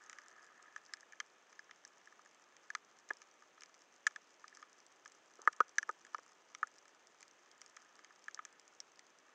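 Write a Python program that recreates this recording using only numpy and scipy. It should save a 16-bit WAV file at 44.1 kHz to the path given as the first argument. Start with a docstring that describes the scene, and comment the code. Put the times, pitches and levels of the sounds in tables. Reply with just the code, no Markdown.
"""A grainy hum, a fine crackle and a soft hiss come first; sharp snaps and thin ticks soon stand out.
Snapping shrimp on a shallow reef are heard by a camera sealed in a plastic housing.
Each snap rings the housing: wall tones near 1.2 and 1.7 kHz, lid tones, a bright crack near 6 kHz.
Far snaps blur into the crackle; a hand rubs and knocks the case, and knocks ring the walls too.
The walls hum with grainy noise; preamplifier and water make the hiss, which is shaped random noise."""
import sys
import numpy as np
from scipy import signal
from scipy.fft import rfft, irfft
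from scipy.io import wavfile

SR = 44100
rng = np.random.default_rng(int(sys.argv[2]) if len(sys.argv) > 2 else 0)


def how_loud(loudness_db):
    """Turn decibels into a plain amplitude multiplier (0 dB gives 1, 20 dB gives 10)."""
    steps = np.asarray(loudness_db, float) / 20
    return 10 ** steps


def master(y):
    """Save y as 16-bit WAV."""
    cut = np.clip(np.atleast_2d(y).T, -1, 1)
    pcm = np.round(cut * 32767)  # scale
    wavfile.write(sys.argv[1], SR, pcm.astype(np.int16))


N = 411892  # length of the scene in samples

# All source levels below hold ahead of the bass cuts.
# near snaps, and the upper ringing of knocks on the case, peak levels:
# (t/s, low wall level/dB, high wall level/dB, lid level/dB, crack level/dB)
SNAPS_AND_KNOCK_RINGING = [(0.0961, -53.5, -49, -45.5, -41), (0.1291, -49.5, -54, -42, -45),
                           (0.1852, -54, -45, -47, -46), (0.7615, -42, -36, -45.5, -42.5),
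                           (0.779, -75, -51, -52, -55), (0.936, -49, -38, -44, -32),
                           (0.9697, -74, -56, -52, -55), (1.0299, -66, -49, -68, -61),
                           (1.1224, -78, -49, -49.5, -50), (1.132, -59, -46, -57, -60),
                           (1.2008, -40.5, -32, -31, -32), (1.2066, -46, -45, -49, -54),
                           (1.5272, -60, -53, -54.5, -51.5), (1.5922, -54, -40, -54, -47.5),
                           (1.6932, -56, -52, -75, -74), (1.7102, -55, -53, -44, -47.5),
                           (1.85, -68, -51, -62, -40), (2.0729, -57, -48.5, -66, -59),
                           (2.124, -57, -52.5, -70, -62), (2.1921, -52, -60, -79, -64),
                           (2.259, -58, -52.5, -61, -57), (2.7022, -44, -34, -46, -42.5),
                           (2.75, -32.5, -36, -28.5, -32.5), (3.095, -67, -65, -53, -57),
                           (3.1043, -37, -32.5, -54, -55), (3.1068, -39, -30, -47.5, -53),
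                           (3.2175, -55, -52, -51, -47), (3.4218, -54.5, -58, -71, -58),
                           (3.5776, -54.5, -56, -56, -74), (3.6195, -58, -53, -49, -47),
                           (3.6341, -59, -52, -44.5, -39.5), (4.067, -31.5, -17.5, -29, -24),
                           (4.0717, -34, -31, -29, -29), (4.1085, -57, -55, -58, -58),
                           (4.1601, -46, -36, -45, -41.5), (4.441, -44, -47.5, -58, -62),
                           (4.5266, -70, -51.5, -72, -77), (4.5706, -55, -50, -68, -46.5),
                           (4.6262, -43.5, -46.5, -52.5, -53), (5.0574, -48.5, -51, -49.5, -61),
                           (5.0591, -54, -53.5, -62, -47.5), (5.4743, -12.5, -16, -30.5, -38),
                           (5.5299, -58, -53, -51, -47), (5.6038, -14, -28, -32.5, -34.5),
                           (5.7829, -37, -18.5, -29.5, -23.5), (5.8283, -45, -32, -42, -40),
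                           (5.891, -30.5, -34.5, -44.5, -46.5), (5.895, -33, -49, -67, -52),
                           (6.049, -76, -51, -55, -48.5), (6.066, -58, -54, -56, -52.5),
                           (6.1453, -29.5, -37, -42.5, -42.5), (6.1818, -54, -58, -48.5, -50),
                           (6.1886, -49, -57, -70, -73), (6.5484, -46, -54, -38, -38.5),
                           (6.6291, -22, -27.5, -43, -48), (6.6712, -83, -52, -63, -48.5),
                           (6.8543, -62, -57.5, -55, -54), (7.228, -64.5, -59.5, -47, -42.5),
                           (7.6158, -56, -63, -50.5, -40.5), (7.7684, -49.5, -53, -48.5, -48),
                           (7.9906, -54.5, -58, -56, -53), (8.0452, -69, -55, -48.5, -45.5),
                           (8.1058, -55, -51.5, -73, -63), (8.2818, -43.5, -33, -45, -48),
                           (8.345, -57, -59, -63, -32.5), (8.3745, -58, -48, -79, -77),
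                           (8.3905, -35, -43, -40.5, -55), (8.4506, -55, -47, -42.5, -35)]
# thin ticks, almost all crack: (t/s, crack peak level/dB)
THIN_TICKS = [(0.0617, -51), (0.161, -61), (0.2826, -48), (0.465, -54.5), (0.6263, -49), (0.8512, -54),
              (0.8622, -49), (1.007, -45.5), (1.643, -57), (1.76, -54.5), (1.8763, -49.5), (1.981, -54),
              (2.057, -52), (2.346, -54.5), (2.4398, -54), (2.566, -47), (2.9875, -51), (3.089, -46.5),
              (3.134, -46), (3.169, -49), (3.226, -56), (3.3125, -53), (3.6076, -46), (3.659, -49),
              (3.742, -51), (3.748, -52), (3.819, -50.5), (3.962, -51.5), (4.3058, -53), (4.48, -44),
              (4.5487, -47), (4.556, -53), (4.729, -50), (4.802, -52), (4.8645, -49), (4.9232, -53.5),
              (5.0504, -51), (5.0772, -46), (5.119, -51.5), (5.337, -54), (5.3551, -54), (5.3706, -57),
              (5.417, -42.5), (5.527, -47.5), (5.5637, -50.5), (5.6813, -53), (5.6927, -49.5),
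              (5.7566, -53), (5.9116, -50), (6.0136, -55), (6.196, -57), (6.232, -54), (6.783, -49.5),
              (6.787, -53), (6.88, -52), (7.0708, -47), (7.2067, -47.5), (7.217, -53), (7.2796, -52),
              (7.311, -51.5), (7.514, -47), (7.609, -55), (7.6615, -44), (7.6972, -50.5), (7.7657, -42.5),
              (7.819, -51), (7.9545, -49), (8.1595, -52.5), (8.2409, -48.5), (8.3103, -51), (8.5264, -53),
              (8.5961, -44.5), (8.6785, -46), (8.7495, -53.5), (8.8024, -32), (8.918, -54.5), (8.958, -55),
              (8.9925, -42), (9.0663, -55), (9.1864, -52.5)]
# how a tick stirs low wall, high wall and lid, before scatter: (level/dB relative to its crack)
TICK_BODY = (-30, -25.5, -15)
# dull, low part of blows on the case: (t/s, peak level/dB)
CASE_KNOCKS = [(3.1049, -50), (3.1064, -35.5), (5.4756, -26), (5.6048, -24.5), (5.886, -48), (5.8922, -36),
               (5.8945, -38), (6.1456, -40), (6.186, -47), (6.188, -59), (6.6319, -47), (8.391, -51.5)]
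# short jerks of a finger dragging on the case, at their strongest: (t/s, level/dB)
FINGER_JERKS = [(5.393, -56), (5.404, -55), (5.415, -59), (5.43, -56), (5.441, -61), (5.459, -60.5)]
# tones of each part of the housing, before any scatter or detuning:
# (f/Hz, relative level/dB, time to fade by 60 dB t/s)
LOW_WALL_TONES = [(1247.5, 1, 0.022), (1088, -8.5, 0.0089), (1440, -14, 0.037)]
HIGH_WALL_TONES = [(1723, -0.5, .018), (1465, -21.5, .03), (1750, -14.5, 0.0085)]
LID_TONES = [(1980, 8.5, 0.0084), (2282, -2.5, 0.018), (2530, -13, 0.014), (3080, -5, 0.017),
             (3435, -5.5, 0.012), (4046, -7.5, 0.01)]
PORT_TONES = [(4470, -11, 0.0049), (5130, -2.5, 0.0073), (5690, -1, 0.0059), (6174, 3, 0.0065),
              (7060, -2.5, 0.0062), (7830, -36, 0.0043), (8860, -27, 0.0024), (10300, -32.5, 0.0007),
              (11600, -29, 0.0029), (14900, -41, .002)]
CASE_TONES = [(423, -11, 0.028), (510, -0.5, 0.018), (624, -6, 0.018), (944, -1.5, 0.022),
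              (1095, 5.5, 0.012)]
# slow course of the backgrounds, hum before its resting level is removed and the walls are weighted:
# (t/s, wall hum level/dB, far crackle level/dB)
BACKGROUND_LEVELS = [(0.0, -61.5, -69), (0.6, -62.5, -73.5), (1.22, -70, -76), (2.18, -72, -75.5),
                     (2.9, -68.5, -74.5), (3.66, -88, -74.5), (4.6, -67.5, -72.5), (4.9, -77, -75.5),
                     (5.33, -72, -73), (5.59, -63.5, -75), (5.85, -73, -72.5), (7.25, -72, -75),
                     (8.01, -67, -74), (8.3, -73, -74), (8.53, -66.5, -80), (8.87, -79, -75),
                     (9.34, -67, -77.5)]
# colour of the hiss: (f/Hz, relative level/dB)
HISS_COLOUR = [(25, -41.5), (97, -20.5), (341, -1), (1110, -1.5), (1260, -1.5), (1530, -3.5), (2110, -5.5),
               (3140, -8), (4110, -15), (5530, -18), (6250, -9.5), (7250, -18), (9050, -29), (10000, -40),
               (16000, -34.5)]

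RING_TIME = np.arange(2048) / SR  # time axis of one ring, s


def level(x, db):
    """Scale a sound to an rms level in dB."""
    return x * how_loud(db) / np.sqrt(np.mean(x ** 2))


def curve(table, index):
    """Join one column of a table by straight lines in time."""
    table = np.array(table)
    return np.interp(np.arange(N) / SR, table[:, 0], table[:, index])


def bass_cut(x, hz):
    """Weaken everything below a frequency, ever more steeply."""
    return signal.sosfilt(signal.butter(4, hz, "high", fs=SR, output="sos"), x)


def rings(tones, count, rise_s, scatter_db, twist, detune):
    """One ring a blow, peak 1: fading tones, each weighted and shifted at random from blow to blow."""
    out = np.zeros((count, len(RING_TIME)))
    chance = rng.standard_normal((count, len(tones), 3))
    for k, (hz, db, t60) in enumerate(tones):
        gain, turn, bend = (chance[:, k, j, None] for j in range(3))
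        fade = np.exp(-np.log(1000) * RING_TIME / t60)
        phase = 2 * np.pi * hz * (1 + detune * bend) * RING_TIME + twist * turn
        out += how_loud(db + scatter_db * gain) * fade * np.sin(phase)
    out *= 1 - np.exp(-(RING_TIME / rise_s) ** 2)  # soft start
    return out / np.abs(out).max(axis=1, keepdims=True)


def add(track, times, dbs, shapes):
    """Lay each ring into the track at its time and level."""
    for s, db, shape in zip(times, dbs, shapes):
        i = int(s * SR)
        track[i:i + len(shape)] += how_loud(db) * shape


def cracks(count):
    """Bright ringing through the port, trailed by scattered echoes off rock and surface."""
    direct = rings(PORT_TONES, count, rise_s=0.0002, scatter_db=3, twist=0.9, detune=0.03)
    echo_shape = np.exp(-RING_TIME / 0.0047) * (1 - np.exp(-RING_TIME / 0.00081))
    echoes = how_loud(-23) * rng.standard_normal(direct.shape) * echo_shape
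    size = 2 * len(RING_TIME)  # room for the whole convolution
    trail = irfft(rfft(direct, size) * rfft(echoes, size), size)[:, :len(RING_TIME)]
    return direct + trail * how_loud(-9)


def snaps_and_knock_ringing():
    """Snaps, ticks and upper knock ringing; stiff walls pass little below their lowest tone."""
    track = np.zeros(N + len(RING_TIME))
    tick_s, tick_db = np.transpose(THIN_TICKS)
    scatter = 5 * rng.standard_normal((len(THIN_TICKS), len(TICK_BODY)))  # dB
    body_db = tick_db[:, None] + np.array(TICK_BODY) + scatter
    ticks = np.column_stack([tick_s, body_db, tick_db])
    s, low_db, high_db, lid_db, crack_db = np.vstack([SNAPS_AND_KNOCK_RINGING, ticks]).T
    count = len(s)
    low = rings(LOW_WALL_TONES, count, rise_s=0.0011, scatter_db=2, twist=0.5, detune=0.006)
    high = rings(HIGH_WALL_TONES, count, rise_s=0.00094, scatter_db=2, twist=0.5, detune=0.006)
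    lid = rings(LID_TONES, count, rise_s=0.0005, scatter_db=3, twist=1.5, detune=0.02)
    add(track, s, low_db, low)
    add(track, s, high_db, high)
    # in a snap the claw's jet pushes first, the bubble cracks shut a moment later
    crack_s = s + 0.00053
    add(track, crack_s, lid_db, lid)
    add(track, crack_s, crack_db, cracks(count))
    return bass_cut(track[:N], 900)


def knocks():
    """Blows on the case ring its lowest tones."""
    track = np.zeros(N + len(RING_TIME))
    s, db = np.transpose(CASE_KNOCKS)
    add(track, s, db, rings(CASE_TONES, len(s), rise_s=0.0014, scatter_db=2, twist=0.3, detune=0.03))
    return track[:N]


def shaken(tones):
    """Grainy noise, jumping in strength every few milliseconds, shakes one part of the housing."""
    ring = rings(tones, count=1, rise_s=0.0005, scatter_db=0, twist=0, detune=0)[0]
    jumps = np.repeat(rng.standard_normal(N // 128 + 1), 128)[:N]
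    grain = how_loud(5 * jumps)
    return level(signal.fftconvolve(grain * rng.standard_normal(N), ring)[:N], 0)


def rub():
    """Each jerk of the finger swells, lets go and fades; it shakes the case and the low wall."""
    t = np.arange(N) / SR
    rise, fall = 2997, 2498  # dB per second
    force = np.zeros(N)
    for s, db in FINGER_JERKS:
        force += how_loud(db + np.minimum(rise * (t - s), fall * (s - t)))
    return force * (shaken(CASE_TONES) + how_loud(-4) * shaken(LOW_WALL_TONES))


def far_crackle():
    """Many distant shrimp snap at random moments, their sizes with a long tail of louder ones."""
    track = np.zeros(N + len(RING_TIME))
    when, size, pick, high, low = rng.random((3000, 5)).T  # one row a snap
    s = when * N / SR
    db = np.minimum(-4.3 * np.log(1 - size), 17)
    pick = (pick * 64).astype(int)  # each snap borrows one of 64 shapes
    high_rings = rings(HIGH_WALL_TONES, 64, rise_s=0.00027, scatter_db=5.5, twist=0.37, detune=0.01)
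    low_rings = rings(LOW_WALL_TONES, 64, rise_s=0.001, scatter_db=6, twist=0.75, detune=0.012)
    add(track, s, db, cracks(64)[pick])
    add(track, s, db - 2 - 14 * high, high_rings[pick])
    add(track, s, db - 3 - 14 * low, low_rings[pick])
    return level(track[:N], 0) * how_loud(curve(BACKGROUND_LEVELS, index=2))


def wall_hum():
    """Both walls hum; only what rises above the resting level is heard over the hiss."""
    resting = how_loud(-72.5) ** 2
    power = np.maximum(how_loud(curve(BACKGROUND_LEVELS, index=1)) ** 2 - resting, 0)
    walls = how_loud(-7.5) * shaken(LOW_WALL_TONES) + how_loud(-6) * shaken(HIGH_WALL_TONES)
    return np.sqrt(power) * walls


def hiss():
    """Smooth preamplifier and water noise: random noise shaped in frequency."""
    hz, db = np.transpose(HISS_COLOUR)
    bins = np.maximum(np.arange(N // 2 + 1) * SR / N, 1)  # Hz
    colour = how_loud(np.interp(np.log(bins), np.log(hz), db))
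    return level(irfft(rfft(rng.standard_normal(N)) * colour, N), -69.5)


def scene():
    """The microphone capsule cuts the bass of all it hears; the hiss joins after it."""
    heard = snaps_and_knock_ringing() + knocks() + rub() + far_crackle() + wall_hum()
    return (bass_cut(heard, 290) + hiss())[None]


def low_pass(x):
    """Removes everything above the highest recorded frequency."""
    return signal.sosfilt(signal.butter(12, 15700, fs=SR, output="sos"), x)


def record(dry):
    """The camera stores the finished mix."""
    return low_pass(dry)


dry = scene()
out = record(dry)
master(out)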